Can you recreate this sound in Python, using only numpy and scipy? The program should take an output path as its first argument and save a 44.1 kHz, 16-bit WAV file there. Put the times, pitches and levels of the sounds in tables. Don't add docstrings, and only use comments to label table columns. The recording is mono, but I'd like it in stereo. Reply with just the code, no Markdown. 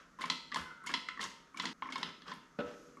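import sys
import numpy as np
from scipy import signal
from scipy.fft import rfft, irfft
from scipy.io import wavfile
from scipy.ndimage import uniform_filter1d

SR = 44100
rng = np.random.default_rng(int(sys.argv[2]) if len(sys.argv) > 2 else 0)


def int16_out(signal):
    q = np.round(np.clip(np.atleast_2d(signal).T, -1, 1) * 32767)
    wavfile.write(sys.argv[1], SR, q.astype(np.int16))


N = 132300
TIME_S = np.arange(N) / SR


def amp(db):
    return 10 ** (np.asarray(db) / 20)


def unit_rms(x):
    return x / np.sqrt(np.mean(x ** 2) + 1e-20)


def lookup(points, hz):
    point_hz, value = np.transpose(points)
    return np.interp(np.log(hz + 1), np.log(point_hz + 1), value)


def add(mix, start_s, sound):
    part = mix[round(start_s * SR):][:len(sound)]
    part += sound[:len(part)]


def colour(x, spectrum):
    size = x.shape[-1]
    return irfft(rfft(x) * amp(lookup(spectrum, np.fft.rfftfreq(size, 1 / SR))), size)


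def noise(shape, spectrum):
    return unit_rms(colour(rng.standard_normal(shape), spectrum))


def colour_causal(x, spectrum):
    log_gain = np.log(amp(lookup(spectrum, abs(np.fft.fftfreq(8192, 1 / SR)))))
    taps = np.fft.ifft(np.exp(np.conj(signal.hilbert(log_gain)))).real[:4096]
    return signal.oaconvolve(x, taps)[:len(x)]


def ring(x, hz, t60_s, build_s=0.0033):
    w = 2 * np.pi * hz / SR
    decay, build = amp(-60 / (max(t60_s, .003) * SR)), amp(-60 / (build_s * SR))
    for r, gain in ((decay, 1), (build, 2 * (1 - build))):
        x = signal.lfilter([0, gain * np.sin(w)], [1, -2 * r * np.cos(w), r * r], x)
    return x


# freq_hz, gain_db
AIR_SPECTRUM = [(35, -30), (60, -28), (167, 4), (298, -2), (376, -10.5), (442, -7.5), (754, -12.5),
                (888, -19.5), (1260, -1), (1590, -8.5), (5070, -35), (8640, -45), (12500, -50),
                (15400, -72)]
RUMBLE_SPECTRUM = [(10, -21), (30, 5), (60, 5), (110, -38), (300, -67)]
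# freq_hz, correlation
AIR_CORRELATION = [(60, 1), (130, 0.24), (290, 0.32), (640, 0.078), (1410, 0.6), (3100, 0.066),
                   (6820, 0.21), (15000, 0.34)]


def air():
    hz = np.fft.rfftfreq(N, 1 / SR)
    left, other = rfft(rng.standard_normal((2, N)))
    shared = np.clip(lookup(AIR_CORRELATION, hz), 0, 1)
    right = shared * left + np.sqrt(1 - shared ** 2) * other
    room = irfft(np.array([left, right]) * amp(lookup(AIR_SPECTRUM, hz)), N)
    return amp(-63.5) * unit_rms(room) + amp(-76.5) * noise((2, N), RUMBLE_SPECTRUM)


# freq_hz, t60_s
GARAGE_DECAY = [(150, 0.25), (400, 1), (1000, 0.35), (2500, 0.61), (6000, 0.51), (12000, 0.46)]
# freq_hz, gain_db
GARAGE_SIDE = [(100, -12), (400, -9), (1000, -5.5), (3000, -2.5), (7000, -6.5), (12000, -6.5)]


def garage(x, reverb_db=-6, crossfade_s=0.888, left_db=-1.0, left_lag_s=15e-6):
    out = np.array([x, x])
    onset = np.clip((TIME_S[:SR] - .002) / 0.0017, 0, 1)
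    for k in range(3):
        hz, t, bins = signal.stft(rng.standard_normal((2, SR)) * onset, SR, nperseg=256)
        decay = amp(-60 * t / lookup(GARAGE_DECAY, hz)[:, None])
        mid, side = signal.istft(bins * decay, SR, nperseg=256)[1][:, :SR]
        side = colour(side, GARAGE_SIDE)
        tail = np.array([mid + side, mid - side]) * amp(reverb_db) / np.linalg.norm(mid)
        crossfade = np.sqrt(2 / 3) * np.cos(np.pi * (TIME_S / crossfade_s + k / 3))
        out += signal.fftconvolve((x * crossfade)[None], tail, axes=1)[:, :N]
    lag = np.exp(-2j * np.pi * np.fft.rfftfreq(N, 1 / SR) * left_lag_s)
    return np.array([amp(left_db / 2) * irfft(rfft(out[0]) * lag, N), amp(-left_db / 2) * out[1]])


# time_s, level_db
HISS_LEVELS = [(2.548, -76.5), (2.62, -71), (2.8, -67.5), (3.0, -75)]
# freq_hz, gain_db
HISS_SPECTRUM = [(1500, -2), (3000, -8), (6500, 1), (8500, -12.5), (12500, -14), (15000, -54)]


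def hiss():
    return amp(np.interp(TIME_S, *np.transpose(HISS_LEVELS))) * noise(N, HISS_SPECTRUM)


BUMP_STARTS = [.595, 1.245, 2.065, 2.64]
BUMP_LEVELS = [-54, -64, -65, -59]


def floor_bumps(pitch_hz=79, rise_s=0.0158):
    out, t = np.zeros(N), TIME_S[:6000]
    bump = (t / rise_s) ** 2 * np.exp(2 - 2 * t / rise_s) * np.sin(2 * np.pi * pitch_hz * t)
    for start_s, level_db in zip(BUMP_STARTS, BUMP_LEVELS):
        add(out, start_s, amp(level_db) * bump)
    return out


# start_s, length_s, level_db
RATTLE_SWELLS = [(0.188, 0.16, -47.5), (0.53, 0.094, -45.5), (0.852, 0.14, -50.5), (1.194, 0.081, -48.5),
                 (1.545, 0.16, -50.5), (1.818, 0.31, -53.5), (2.256, 0.11, -49), (2.581, 0.18, -56.5)]
# freq_hz, gain_db
RATTLE_SPECTRUM = [(24, -55), (40, -46), (217, -3.5), (306, -9.5), (431, -4), (776, -10.5), (1040, -1.5),
                   (1580, -1.5), (2120, -12), (2400, -10), (3220, -11.5), (4650, -19.5), (5380, -15),
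                   (9230, -34.5), (14000, -46)]


def rattle(contacts_per_s=250, spread_db=2):
    swell = np.zeros(N)
    for start_s, length_s, level_db in RATTLE_SWELLS:
        swell += amp(level_db) * np.sin(np.pi * np.clip((TIME_S - start_s) / length_s, 0, 1)) ** .5
    strength = amp(spread_db * np.minimum(rng.exponential(1, N), 4))
    ticks = strength * (rng.random(N) < contacts_per_s / SR)
    grains = signal.oaconvolve(ticks, np.exp(-np.arange(600) / 390))[:N] * rng.standard_normal(N)
    return unit_rms(colour(grains, RATTLE_SPECTRUM)) * swell


def opening_wash(level_db=-58, t60_s=0.43):
    return noise(N, RATTLE_SPECTRUM) * amp(level_db - 60 * TIME_S / t60_s)


# time_s, level_db
FRICTION_LEVELS = [(0.581, -45), (0.646, -56.5), (0.666, -49.5), (0.692, -60), (0.716, -50), (0.738, -58),
                   (0.862, -59), (0.87, -46)]
# pitch_hz, gain_db, t60_s
FRICTION_MODES = [(1327, -7.5, 0.17), (1423, -8.5, 0.066), (1490, -4.5, 0.12), (2060, -11, 0.26)]


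def pump_friction(flicker_db=1.5):
    slips = rng.standard_normal(N)
    slips *= amp(flicker_db * unit_rms(uniform_filter1d(rng.standard_normal(N), 400)))
    tone = sum(amp(db) * unit_rms(ring(slips, hz, t60_s)) for hz, db, t60_s in FRICTION_MODES)
    return unit_rms(tone) * amp(np.interp(TIME_S, *np.transpose(FRICTION_LEVELS), -120, -120))


# start_s, level_db, shudder_s
CLONK_BLOWS = [(2.588, -27, 0.016), (2.602, -30, 0.024), (2.609, -46, 0.06), (2.677, -40.5, 0.016),
               (2.746, -62, 0.025), (2.799, -50, 0.024), (2.829, -56, 0.015), (2.885, -53, 0.028),
               (2.949, -58.5, 0.011)]
# pitch_hz, gain_db, t60_s
LOADED_MODES = [(167, -20, 0.15), (176, -9.5, 0.18), (203, -4, 0.18), (273, 4.5, 0.18), (294, -3, 0.23),
                (325.6, -3, 0.33), (396, 1.5, 0.22), (485.6, 2.5, 0.34), (567, -5, 0.24), (587, 0.5, 0.19),
                (624, -7.5, 0.18), (965, -9, 0.17), (1040, -7.5, 0.38), (1100, -15, 0.2), (1303, -6, 0.36),
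                (1413, -3.5, 0.099), (1465, -0.5, 0.14), (1530, -6, 0.12), (1930, -23, 0.17),
                (2010, -20, 0.43)]
# freq_hz, gain_db
BLOW_SPECTRUM = [(40, -44), (150, 0), (2500, -5), (6000, -29)]
CRACK_SPECTRUM = [(100, -24), (300, 13), (1500, -5), (3500, -5), (9000, -42)]


def clonk(ring_db=-12.5, crack_db=-8.5, waver_db=3):
    blows, out, t = np.zeros(N), np.zeros(N), TIME_S[:6000]
    impulse = 24.3 * (t == 0)
    crack_envelope = np.minimum(t / 0.002, 1) * np.exp(-t / 0.011)
    for start_s, level_db, shudder_s in CLONK_BLOWS:
        shudder = (rng.standard_normal(len(t)) + impulse) * np.exp(-t / shudder_s)
        add(blows, start_s, amp(level_db) * shudder / np.linalg.norm(shudder))
        add(out, start_s, amp(level_db + crack_db) * crack_envelope * noise(len(t), CRACK_SPECTRUM))
    blows = colour_causal(blows, BLOW_SPECTRUM)
    for hz, gain_db, t60_s in LOADED_MODES:
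        waver = unit_rms(uniform_filter1d(uniform_filter1d(rng.standard_normal(N), 900), 900))
        out += amp(gain_db + ring_db + waver_db * waver) * ring(blows, hz, t60_s)
    return out


# freq_hz, gain_db, t60_s
JANGLE_BANDS = [(2300, -18, .2), (2900, -3, 0.16), (3270, -7.5, 0.14), (3830, -12, 0.13), (4400, -12, 0.15),
                (4900, -7, 0.18), (6500, -26, .17), (9100, -24.5, 0.23), (12600, -15, 0.27),
                (14100, -27, .1)]


def jangle(clink_spectrum, rise_s=0.012):
    hz, t, bins = signal.stft(rng.standard_normal(9000), SR, nperseg=128)
    bands = np.array(JANGLE_BANDS)
    start_db = lookup(bands[:, :2], hz) + lookup(clink_spectrum, hz) - 60 * (hz < bands[0, 0])
    decay_db = 60 * t / lookup(bands[:, ::2], hz)[:, None]
    sound = signal.istft(bins * amp(start_db[:, None] - decay_db), SR, nperseg=128)[1]
    return sound * np.minimum(TIME_S[:len(sound)] / rise_s, 1)


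# pitch_hz, gain_db, t60_s
FRAME_MODES = [(194, -23, 0.72), (260.4, 10.5, 0.26), (326.5, 7, 0.27), (925, -9.5, 0.84),
               (1020, -3.5, 0.44), (1060.7, -17, 0.49), (1250, -19, 0.95), (1319, -5, 0.41),
               (1473, -7, 0.28), (1770, 5, 0.05), (2060, -23, 1), (3050, -10, 0.15), (3260, -3.5, 0.19),
               (3420, -5, 0.069), (3940, -41, 0.31), (3980, -9, 0.12), (4260, -11, 0.22),
               (4350, -12.5, 0.21)]


def frame_ring(strikes, already_ringing, level_db=-21.5, opening_db=-58):
    out = np.zeros(N)
    for hz, gain_db, t60_s in FRAME_MODES:
        kicks = np.zeros(N)
        kicks[0] = amp(opening_db) * already_ringing
        for start_s, spectrum in strikes:
            kicks[round(start_s * SR)] += amp(lookup(spectrum, hz)) * rng.choice([-1, 1])
        out += amp(level_db + gain_db) * ring(kicks, hz, t60_s)
    return out


# low_hz, high_hz
CONTACT_BANDS = [(2600, 4815), (4900, 7140), (8600, 22000)]


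def clink(parts_db, handle_hz, pin_hz, link_hz, contact_ms, handle_t60_s, thump_s=0.016):
    t = TIME_S[:5000]
    rise = np.minimum(1000 * t / (0.31 * contact_ms), 1) ** 2
    contact = rise * np.exp(-1000 * t / contact_ms)
    touch = rng.standard_normal(len(t)) * contact
    push = rng.standard_normal(len(t)) * t / thump_s * np.exp(-t / thump_s)
    scrape = rng.standard_normal(len(t)) * contact ** .55
    filters = [signal.butter(3, band, "band", fs=SR, output="sos") for band in CONTACT_BANDS]
    clash, tick, rasp = map(signal.sosfilt, filters, (touch, scrape, scrape))
    thump = ring(push, hz=233, t60_s=0.018)
    handle = ring(touch + contact * np.sin(2 * np.pi * handle_hz * t), handle_hz, handle_t60_s)
    handle += amp(8) * ring(touch, handle_hz * 1.07, handle_t60_s)
    pin = ring(touch + contact * np.sin(2 * np.pi * pin_hz * t), pin_hz, t60_s=0.0046)
    link = unit_rms(clash) + amp(-2.5) * unit_rms(ring(touch, link_hz, t60_s=0.021))
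    parts = thump, handle, pin, link, tick, rasp
    return sum(amp(db) * part / (2 * abs(part).max()) for db, part in zip(parts_db, parts))


# start_s, level_db, thump_db, handle_db, pin_db, link_db, tick_db, rasp_db,
# handle_hz, pin_hz, link_hz, contact_ms, handle_t60_s
LINKAGE_CLINKS = [(0.187, -48.5, -5.5, 5.5, -5, -17, -29, -20, 1054, 1820, 2740, 2.2, 0.053),
                  (0.209, -35.5, -35, -17, -15, -16, -14.5, -19, 1070, 2060, 2820, 6.9, 0.03),
                  (0.216, -30.5, -27, -28, -9.5, -7, -32, -30, 940, 2060, 3460, 3.4, 0.033),
                  (0.221, -35.5, -33, -10, -15, -20, -13, -33, 1070, 2240, 3000, 3.9, 0.032),
                  (0.238, -25.5, -20.5, -4.5, -15.5, -17, -33, -43, 1030, 2255, 3420, 2.8, 0.022),
                  (0.255, -33, -12.5, -31, -14, -11, -16, -26, 1280, 1880, 3220, 3.3, 0.03),
                  (0.299, -18, -24, -12.5, -18, -5.5, -16, -33, 1013, 2033, 4210, 3.45, 0.01),
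                  (0.517, -30, -20, -10.5, -17, -13, -42, -49, 1165, 1740, 3640, 1.6, 0.088),
                  (0.522, -37.5, -56, -37, 0.5, -5.5, -39, -33, 1010, 1960, 3420, 1.6, 0.03),
                  (0.544, -26, -18.5, -10.5, -15, -10.5, -11.5, -27, 1040, 2110, 3420, 1.7, 0.016),
                  (0.559, -22, -28, -6.5, -16, -12.5, -22, -32, 1036, 1770, 4340, 1.3, 0.024),
                  (0.57, -28.5, -17.5, -6.5, -33, -27, -16, -23, 1250, 1770, 3070, 1.6, 0.018),
                  (0.611, -41, -30, -25, -14, -28, -33, -19, 1300, 2060, 2900, 2.2, 0.033),
                  (0.838, -48.5, -3, 2, -12, -18, -25, -17, 1070, 2060, 3220, 2.1, 0.036),
                  (0.862, -31.5, -21, -16, -19, -19, -14, -22, 1020, 1860, 4660, 5, 0.024),
                  (0.869, -33, -34, -10.5, -9, -7, -7.5, -25, 996, 2150, 2820, 5.6, 0.045),
                  (0.892, -35, -12, -3, -7.5, -16, -41, -27, 1078, 2270, 3600, 0.75, 0.023),
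                  (0.914, -32, -12, -44, -35, -10, -22, -32, 1260, 2000, 3460, 3.4, 0.03),
                  (0.938, -19.5, -22, -11, -13.5, -5.5, -16, -38, 1014, 2047, 4040, 3.36, 0.013),
                  (1.086, -26.5, -33, -8, -7.5, -13.5, -22.5, -43, 1313, 2060, 3340, 1.8, 0.0073),
                  (1.174, -39, -11.5, -5.5, -6, -38, -23, -57, 1124, 1930, 2880, 1.8, 0.036),
                  (1.193, -39.5, -39, -2.5, 0.5, -15, -34, -44, 1010, 1870, 3790, 1.7, 0.03),
                  (1.206, -39.5, -34, -6, -5.5, -3, -25, -27, 1230, 2060, 3290, 2.7, 0.011),
                  (1.211, -28, -51, -24, -25, -6.5, -11.5, -25, 1160, 2150, 3050, 4.9, 0.023),
                  (1.227, -29, -16.5, -10, -15, -9, -21, -24, 1082, 2110, 3620, 3.7, 0.03),
                  (1.238, -24.5, -41, -14, -36, -16.5, -12.5, -37, 1046, 2040, 4360, 3.4, 0.017),
                  (1.25, -38, -38, -33, -11, -8, -15, -29, 1000, 1930, 3180, 1.84, 0.037),
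                  (1.316, -48, -29, -4, -9, -22, -18, -29, 1004, 2130, 3220, 1.3, 0.023),
                  (1.543, -47.5, -3.5, 2.5, -9.5, -27, -34, -24, 1074, 2250, 2780, 3.7, 0.026),
                  (1.571, -38, -16, -14, -7.5, -6.5, -7.5, -20.5, 1020, 2300, 2770, 4.1, 0.035),
                  (1.597, -24, -21.5, -9, -14.5, -6.5, -24, -40, 1005, 2040, 3400, 3.75, 0.025),
                  (1.622, -37, -14, -17, -29, -30, -7, -21, 1080, 1740, 3400, 1.8, 0.025),
                  (1.654, -24.5, -16.5, -11.5, -11.5, -5, -12.5, -35, 970, 2014, 4170, 2.16, 0.014),
                  (1.822, -26, -22, -3, -15.5, -17, -68, -50, 1050, 2160, 2700, 0.92, 0.025),
                  (1.855, -36.5, -15.5, -2.5, -11, -40, -53, -56, 1054, 1994, 2950, 1.2, 0.035),
                  (1.888, -46, -1.5, 5, -0.5, -31, -39, -44, 1050, 2180, 2920, 1.6, 0.027),
                  (1.922, -31.5, -17.5, -42, -11, -5, -14, -28, 1020, 2167, 3050, 3.9, 0.03),
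                  (1.956, -31.5, -36, -1, -9.5, -5.5, -43, -34, 1066, 2185, 3600, 2.9, 0.023),
                  (1.979, -32, -15.5, -7, -39, -13, -18, -29, 1012, 2140, 3800, 2.8, 0.014),
                  (2.029, -21, -20, -10, -18.5, -8, -43, -39, 1015, 2030, 3950, 2.6, 0.0085),
                  (2.057, -42, -18, -45, -32, -20, -31, -41, 935, 2060, 3960, 2.7, 0.038),
                  (2.22, -45.5, -6.5, -9.5, -13, -4.5, -29, -29, 1206, 1770, 3330, 1.2, 0.025),
                  (2.256, -53, -37, -3, -12, -13.5, -34, -45, 1304, 2050, 3300, 2.1, 0.026),
                  (2.279, -34, -13, -10.5, -19, -10, -35, -46, 1153, 1920, 3190, 3.2, 0.023),
                  (2.314, -35, -14.5, -2, -16, -10, -33.5, -45, 1037, 1850, 3590, 6.4, 0.023),
                  (2.326, -44, -38.5, -28, -4.5, -35, -34, -42, 1070, 2080, 3640, 1.7, 0.03),
                  (2.336, -45.5, -15, -3, -38, -19, -26, -15, 1020, 1910, 4100, 2.4, 0.019),
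                  (2.969, -52.5, 2, 4.5, -10.5, -31, -21, -24, 1133, 2190, 3240, 3.4, 0.063)]
PART_CENTRES = [250, 1100, 2100, 3700, 6500, 11000]
PART_GAINS = [4, 1.5, 4, -0.5, -3.5, 9.5]
# freq_hz, gain_db
PRESS_RADIATION = [(30, -37), (110, -13.5), (160, 4), (330, -1.5), (450, -4.5), (780, 1), (900, 4.5),
                   (9000, 12.5), (13000, -5), (16000, -95)]


def linkage(from_s, to_s):
    out, strikes = np.zeros(N), []
    for start_s, level_db, *columns in LINKAGE_CLINKS:
        if from_s <= start_s < to_s:
            parts_db = level_db + np.add(columns[:6], PART_GAINS)
            spectrum = list(zip(PART_CENTRES, parts_db))
            add(out, start_s, clink(parts_db, *columns[6:]))
            add(out, start_s, jangle(spectrum))
            strikes.append((start_s, spectrum))
    out += frame_ring(strikes, already_ringing=from_s == 0)
    return colour_causal(out, PRESS_RADIATION)


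def scene(stop_s=1.7312):
    early = TIME_S < stop_s
    first, second = linkage(0, stop_s), linkage(stop_s, N / SR)
    rest = hiss() + floor_bumps() + rattle() + pump_friction() + clonk()
    press = garage(first + rest * early) * early + garage(second + rest * ~early)
    return air() + opening_wash() + press


def record(dry, cutoff_hz=15600):
    taps = signal.firwin(511, cutoff_hz, window=("kaiser", 9), fs=SR)
    return signal.oaconvolve(dry, taps[None], "same")


dry = scene()
out = record(dry)
int16_out(out)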